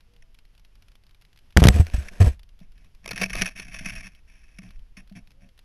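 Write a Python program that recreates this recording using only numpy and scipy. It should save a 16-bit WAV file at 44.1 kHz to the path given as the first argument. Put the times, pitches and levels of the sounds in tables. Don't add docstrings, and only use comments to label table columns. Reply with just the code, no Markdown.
import sys
import numpy as np
from scipy import signal
from scipy.io import wavfile
from scipy.ndimage import uniform_filter1d

SR = 44100
rng = np.random.default_rng(int(sys.argv[2]) if len(sys.argv) > 2 else 0)


def wrap_up_sound(samples):
    columns = np.atleast_2d(samples).T
    tamed = np.clip(columns, -1, 1)
    steps = np.round(tamed * 32767).astype(np.int16)
    wavfile.write(sys.argv[1], SR, steps)


N = 248724
TIME = np.arange(N) / SR

# frequency in Hz, relative density in dB per Hz.
FOREST_SPECTRUM = [(50, -7), (85, -2.5), (200, -13), (300, -18.5), (520, -23), (1200, -26.5), (2000, -26),
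                   (3000, -25.5), (4000, -31.5), (5200, -30), (8000, -43), (11300, -35), (13000, -43.5)]
SWAY_SPECTRUM = [(4, -24.5), (12, 1.5), (25, -3), (42, -5.5), (70, -19.5), (160, -35.5), (500, -74.5),
                 (2000, -100)]
# time in seconds, rms level in dB.
SWAY_LEVEL = [(0, -53.5), (1.25, -56), (1.5, -54), (2.33, -36.5), (2.5, -47.5), (3.02, -47.5), (3.4, -34.5),
              (3.53, -47), (3.92, -37), (4.18, -51), (4.66, -49), (4.78, -39.5), (4.87, -47), (5.64, -54)]
# start in seconds, length in seconds, top pitch in Hz,
# droop at the ends as a share of that pitch, peak level in dB.
HOOT_CALLS = [(.05, .18, 484, .12, -70), (.18, .18, 660, .01, -76), (5.3, .26, 568, .26, -71)]
# start in seconds, relative peak in dB.
TICK_TIMES = [(0.164, -49.5), (0.3486, -49), (0.388, -43), (0.5513, -49.5), (0.596, -47), (0.6488, -47.5),
              (0.7546, -47), (0.827, -51), (0.8838, -45.5), (0.9183, -47), (0.9543, -45.5), (1.0375, -48),
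              (1.0941, -48), (1.1468, -49), (1.2129, -45.5), (1.2215, -45), (1.2508, -45.5), (1.3302, -47),
              (1.3751, -43), (1.3893, -44), (1.5252, -46), (2.394, -45), (2.4323, -43.5), (2.9493, -47.5),
              (4.15, -45), (4.7072, -42.5), (5.2733, -46), (5.4902, -47.5), (5.578, -45.5), (5.591, -41)]
# frequency in Hz, relative density in dB per Hz.
TICK_SPECTRUM = [(300, -8.5), (900, -2.5), (1600, 0.5), (3000, 4.5), (5200, -1), (8000, -17), (11300, -6.5),
                 (13000, -11)]
# start in seconds, relative level in dB,
# length in seconds, wood ring against case ring in dB.
TWIG_SLIPS = [(.222, -54.5, 0.0047, -15), (1.867, -34.5, 0.0017, 6), (1.899, -42.5, 0.0022, 2),
              (1.969, -44.5, 0.0048, -19), (2.083, -38, 0.0072, -28), (2.212, -32.5, 0.0063, -20),
              (3.059, -32, 0.003, 0.5), (3.077, -32.5, 0.0034, -2), (3.089, -33.5, 0.0039, 2),
              (3.108, -30, 0.01, 3), (3.159, -33, 0.0044, -5), (3.213, -24, 0.013, 4),
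              (3.235, -22, 0.0074, -6.5), (3.261, -28, 0.0016, -2.5), (3.331, -29, 0.0073, -17),
              (3.351, -31, 0.0064, 11), (3.381, -33.5, .02, -8), (3.418, -23, 0.0077, -6.5),
              (3.456, -28, 0.012, -15.5), (3.473, -32, 0.0089, -5), (3.596, -33, 0.0052, -2.5),
              (3.74, -36.5, 0.011, -9), (3.787, -38, 0.012, -10), (3.859, -29.5, .0061, -19),
              (3.897, -37, 0.012, -28), (3.951, -40, 0.014, -10), (4.585, -42, 0.0063, -15),
              (4.968, -46, 0.0086, -11)]
# frequency in Hz,
# width of one filter pass in Hz, relative gain in dB.
CASE_MODES = [(647.4, 58, -2.5), (1140, 160, -6), (1590, 56, -17.5), (1846, 540, 4), (2170, 446, 6.5),
              (2304, 240, 5), (2499, 232, 8.5), (2900, 990, -9), (4110, 810, -13), (5577, 376, 2),
              (5995, 390, -4.5), (6130, 170, -35), (10270, 1180, -8), (10600, 370, -41.5),
              (12470, 290, -18)]
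WOOD_MODES = [(538, 450, 2), (1180, 440, -1), (1430, 95, 1), (1906, 370, -4.5), (4300, 820, -4.5),
              (12460, 1400, -15)]
# start in seconds, relative level in dB, swing in Hz,
# time to fall 60 dB in seconds.
HELMET_BLOWS = [(1.5656, -4.5, 47, 0.085), (1.5802, -2, 58, 0.06), (1.586, -13.5, 164, 0.17),
                (1.6199, -2.5, 62.8, 0.1), (1.6286, -0.5, 212.5, 0.0063), (1.6398, -3, 170.5, 0.0099),
                (1.6534, 2.5, 126.2, 0.05), (1.6705, 1, 87, 0.045), (1.6844, -2.5, 104.4, 0.048)]
# start in seconds, level in dB, length in seconds.
BARK_CRACKS = [(1.571, -7, 0.0028), (1.597, -31, .0095), (1.6381, -13, 0.0028), (1.642, -26, .009),
               (1.655, -20.5, 0.0039), (1.6702, -11.5, .0019), (1.684, -16, .0022), (1.6859, -6, 0.0026)]
# frequency in Hz, relative density in dB per Hz.
BARK_SPECTRUM = [(200, -11), (700, -0.5), (2000, 3), (4000, -2), (6200, -6.5), (7500, -11), (12500, -13)]
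# frequency in Hz, width of one filter pass in Hz, relative gain in dB.
GROAN_MODES = [(195, 50, 11.5), (243, 40, 1.5), (380, 56, 0.5), (470, 170, 0.5), (605, 35, 4.5),
               (705, 96, 2.5), (830, 150, -9), (1040, 330, -10), (1204, 420, -12.5)]
MOUNT_MODES = [(1700, 750, 5.5), (2290, 700, 0), (3900, 1900, -11), (5300, 940, -4.5), (5980, 540, -10),
               (8400, 820, -13), (10300, 2300, -10.5), (12100, 460, -18)]
BUZZ_MODES = [(8060, 120, -1.5), (7910, 180, -3), (12080, 230, -16.5)]
# start in seconds, length in seconds,
# relative grating level in dB, relative groan level in dB.
BARK_SLIDES = [(1.583, 0.021, -36, -31), (1.62, 0.081, -38, -23), (1.72, 0.021, -38.5, -34),
               (1.745, 0.063, -38.5, -29), (1.84, 0.1, -53.5, -52.5), (1.934, 0.01, -37.5, -34.5),
               (1.96, .12, -49, -49.5), (2.11, 0.22, -53.5, -51), (2.2, 0.025, -33.5, -22),
               (2.24, 0.039, -39.5, -29), (2.3, 0.046, -74, -64)]
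# start in seconds, level in dB,
# swing in Hz, time to fall 60 dB in seconds, rise time constant in seconds.
HELMET_THUDS = [(1.695, -2, 62.4, .1, .0022), (1.741, -7, 77, 0.25, 0.0064),
                (1.797, 2.5, 80.5, 0.09, 0.0019), (1.94, -4.5, 55.7, 0.075, 0.0038),
                (1.98, -14, 69, 0.13, .0022), (2.202, 4, 92.7, 0.15, 0.0086), (2.2435, -7, 99, .048, .0022),
                (2.268, -3, 67.8, 0.11, 0.002)]
# start in seconds, length in seconds,
# relative rub or scratch level in dB, relative helmet boom level in dB.
LEAF_STROKES = [(2.606, 0.029, -64, -58.5), (2.75, 0.12, -70, -66.5), (3.502, .02, -50.5, -66),
                (3.552, .08, -42, -50.5), (3.642, 0.13, -49.5, -51.5), (3.727, 0.051, -45, -53),
                (3.8, 0.039, -47.5, -46.5), (3.845, 0.052, -37, -41.5), (3.915, 0.022, -41, -43),
                (3.954, 0.056, -44, -50.5), (4.027, 0.051, -44.5, -54.5), (4.085, 0.11, -65, -70),
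                (4.27, 0.6, -61.5, -72), (4.615, 0.062, -56.5, -49.5), (4.966, .035, -51, -52),
                (5.15, 0.037, -51, -45), (5.21, 0.2, -98, -67), (5.404, 0.056, -65.5, -54)]
TWIG_STROKES = [(3.032, 0.085, -55.5, -53), (3.108, 0.027, -42.5, -38.5), (3.162, 0.038, -39, -44),
                (3.198, 0.04, -32, -37.5), (3.28, 0.17, -42, -46), (3.353, 0.079, -35, -37.5),
                (3.462, 0.027, -46, -52)]
# frequency in Hz, width of one filter pass in Hz,
# relative gain in dB.
SHELL_MODES = [(114.5, 24, -3.5), (188, 46.6, -1), (237, 56, -13), (635, 30, -22), (698, 53, -18.5)]
# start in seconds, relative level in dB, pitch in Hz,
# time to fall 60 dB in seconds.
SHELL_BUMPS = [(2.612, -35.5, 183.5, 0.071), (3.214, -24, 189.7, 0.18), (3.235, -35.5, 193, 0.25),
               (3.415, -25.5, 183.6, 0.16), (3.81, -27, 186, 0.027), (3.862, -23.5, 188, 0.058),
               (4.588, -33.5, 187.4, 0.13), (4.974, -39, 190, 0.12), (5.114, -36, 195, 0.17),
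               (5.178, -34.5, 191, 0.1)]
# start in seconds, peak in dB.
TWIG_SNAPS = [(3.1775, -21), (3.2315, -15), (3.4197, -6)]
# frequency in Hz, relative density in dB per Hz.
SNAP_SPECTRUM = [(300, -38), (900, -33), (1500, 15), (2700, 8), (4000, -11.5), (5700, 3), (8000, -32.5),
                 (10500, 2), (13000, -43.5)]

FOREST_DB = -65.5
FAINT_TICKS_PER_S, FAINT_TICK_DB = 9.2, -47.5
TWIG_SPREAD_OCT = 0.37
CHIP_DB, CHIP_S = -24.5, 0.00078
EDGE_HZ = 12900


def amp(db):
    return 10 ** (np.asarray(db) / 20)


def evened(x):
    return x / np.sqrt(np.mean(x ** 2) + 1e-20)


def of_length(x, length):
    return x / np.sqrt(np.sum(x ** 2) / (length * SR))


def add(mix, s, sound):
    part = mix[round(s * SR):][:len(sound)]
    part += sound[:len(part)]


def level(rows):
    return amp(np.interp(TIME, *np.transpose(rows)))


def colour(x, points):
    hz, db = np.transpose(points)
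    grid = abs(np.fft.fftfreq(8192, 1 / SR))
    log_gain = np.log(amp(np.interp(np.log(grid + 1), np.log(hz), db)))
    response = np.fft.ifft(np.exp(np.conj(signal.hilbert(log_gain)))).real
    return signal.fftconvolve(x, response[:len(grid) // 2])[:len(x)]


def ring(x, modes):
    out = 0
    for hz, width, db in modes:
        section = np.concatenate(signal.iirpeak(hz, hz / width, SR))
        out = out + amp(db) * signal.sosfilt([section, section], x)
    return out


def wander(per_s):
    return evened(np.interp(TIME * per_s, np.arange(N), rng.standard_normal(N)))


def friction(grains_per_s, spread_db, clump_db, clumps_per_s, hiss):
    size = amp(spread_db * np.minimum(rng.exponential(1, N), 4)) * rng.choice([-1, 1], N)
    grains = evened(size * (rng.random(N) < grains_per_s / SR))
    rub = grains + hiss * rng.standard_normal(N)
    force = rub * amp(clump_db * wander(clumps_per_s))
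    return force / np.sqrt(uniform_filter1d(force ** 2, size=3000) + 1e-9)


def strokes(rows, column, attack_s, sag_db_per_s, release_s):
    power, t = np.zeros(N), TIME[:SR // 2]
    for row in rows:
        s, length = row[:2]
        attack = 1 - np.exp(-t / attack_s)
        release = np.exp(-np.maximum(t - length, 0) / release_s)
        add(power, s, (amp(row[column] - sag_db_per_s * t) * attack * release) ** 2)
    return np.sqrt(power)


def burst(length, rise):
    u = TIME[:4096] / length
    slip_noise = rng.standard_normal(len(u)) * amp(4.5 * rng.standard_normal(len(u)))
    return slip_noise * (1 - np.exp(-u / rise)) / (1 + u ** 8)


def swings(rows):
    out, t = np.zeros(N), TIME[:SR // 4]
    for s, db, hz, t60, rise_s in rows:
        decay = amp(db - 60 * t / t60)
        add(out, s, decay * np.sin(2 * np.pi * hz * t) * (1 - np.exp(-t / rise_s)))
    return out


def clicks(rows, spectrum, scatter, scatter_s):
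    out, t = np.zeros(N), TIME[:2048]
    for s, db in rows:
        noise = scatter * rng.standard_normal(len(t)) * np.exp(-t / scatter_s)
        click = colour((t == 0) + noise, spectrum)
        add(out, s, amp(db) * click / abs(click).max())
    return out


def air():
    hush = evened(colour(rng.standard_normal(N), FOREST_SPECTRUM)) * amp(0.9 * wander(per_s=13))
    sway = evened(colour(rng.standard_normal(N), SWAY_SPECTRUM)) * level(SWAY_LEVEL)
    return amp(FOREST_DB) * hush + sway


def hoots():
    out = np.zeros(N)
    for s, length, top_hz, droop, db in HOOT_CALLS:
        u = np.linspace(-1, 1, round(length * SR))
        pitch = top_hz * (1 - droop * u ** 2)
        tone = np.sin(2 * np.pi * np.cumsum(pitch) / SR)
        add(out, s, amp(db) * np.cos(u * np.pi / 2) * tone)
    return out


def dry_ticks():
    times = np.cumsum(rng.exponential(1 / FAINT_TICKS_PER_S, 100))
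    faint = [(s, FAINT_TICK_DB) for s in times if s < N / SR]
    placed = [(s, db + 1.0) for s, db in TICK_TIMES]
    return clicks(placed + faint, TICK_SPECTRUM, scatter=0.21, scatter_s=0.004)


def slips():
    out = np.zeros(N)
    for s, db, length, wood_db in TWIG_SLIPS:
        run = burst(length, rise=0.043)
        stiffness = 2 ** rng.uniform(-TWIG_SPREAD_OCT, TWIG_SPREAD_OCT)
        wood = [(min(hz * stiffness, EDGE_HZ), width, gain_db) for hz, width, gain_db in WOOD_MODES]
        sound = ring(run, CASE_MODES) + amp(wood_db) * ring(run, wood)
        add(out, s, amp(db) * of_length(sound, length))
    return out


def collision():
    out, t = np.zeros(N), TIME[:SR // 8]
    for s, db, hz, t60 in HELMET_BLOWS:
        step = np.cos(2 * np.pi * hz * t) * (1 - np.exp(-(t / 0.00041) ** 2))
        add(out, s, amp(db + 2.5) * step * amp(-60 * t / t60))
    release = -amp(3.5) * (t / 0.00017) * np.exp(-t / 0.00051)
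    chips = [(s, db + CHIP_DB, CHIP_S) for s, db, hz, t60 in HELMET_BLOWS]
    for s, db, length in list(BARK_CRACKS) + chips:
        crack = of_length(colour(burst(length, rise=0.39), BARK_SPECTRUM), length)
        add(out, s, amp(db) * crack)
        add(out, s + length / 2, amp(db) * release)
    return out + amp(-22.5) * ring(out, GROAN_MODES)


def bark_scrape():
    force = friction(grains_per_s=3500, spread_db=2.0, clump_db=4.0, clumps_per_s=180, hiss=0.8)
    crumbs = friction(grains_per_s=1200, spread_db=3.5, clump_db=-0.5, clumps_per_s=260, hiss=0.45)
    mount = amp(-1.5) * evened(ring(force, MOUNT_MODES))
    crumble = amp(-3.5) * evened(colour(crumbs, BARK_SPECTRUM))
    grating_level = strokes(BARK_SLIDES, column=2, attack_s=0.0035, sag_db_per_s=22, release_s=0.02)
    grating = grating_level * (mount + crumble)
    groan_level = strokes(BARK_SLIDES, column=3, attack_s=0.003825, sag_db_per_s=31, release_s=0.013)
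    groan = groan_level * evened(ring(force, GROAN_MODES))
    judder = swings(HELMET_THUDS)
    strain = uniform_filter1d(abs(judder), size=400)
    buzz = amp(-34) * strain * evened(ring(force, BUZZ_MODES))
    return grating + groan + judder + buzz


def shell_boom(force, rows):
    boom_level = strokes(rows, column=3, attack_s=0.0077, sag_db_per_s=5, release_s=0.02)
    return boom_level * evened(ring(force, SHELL_MODES))


def leaves():
    force = friction(grains_per_s=700, spread_db=2.5, clump_db=2.0, clumps_per_s=170, hiss=0.59)
    rub = evened(ring(force, CASE_MODES) + amp(-13.5) * ring(force, WOOD_MODES))
    rub_level = strokes(LEAF_STROKES, column=2, attack_s=0.0048, sag_db_per_s=14.5, release_s=0.0089)
    return rub_level * rub + shell_boom(force, LEAF_STROKES)


def bumps():
    swing = swings([(*row, 0.002) for row in SHELL_BUMPS])
    return swing + amp(23.5) * ring(swing, [(660, 122, 0.0063)])


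def twigs():
    force = friction(grains_per_s=500, spread_db=5, clump_db=3.5, clumps_per_s=240, hiss=0.35)
    scratch = evened(ring(force, CASE_MODES) + amp(-4.0) * ring(force, WOOD_MODES))
    scratch_level = strokes(TWIG_STROKES, column=2, attack_s=0.0038, sag_db_per_s=-13.5, release_s=0.018)
    return scratch_level * scratch + shell_boom(force, TWIG_STROKES)


def snaps():
    return clicks(TWIG_SNAPS, SNAP_SPECTRUM, scatter=1.0, scatter_s=0.0012)


def scene():
    forest = air() + hoots() + dry_ticks()
    log = collision() + bark_scrape()
    brushwood = slips() + leaves() + bumps() + twigs() + snaps()
    return (forest + log + brushwood)[None]


def record(dry):
    squashed = dry / (1 + dry ** 6) ** (1 / 6)
    lowpass = signal.firwin(401, EDGE_HZ, window=("kaiser", 7), fs=SR)
    return signal.oaconvolve(squashed, lowpass[None], "same")


dry = scene()
out = record(dry)
wrap_up_sound(out)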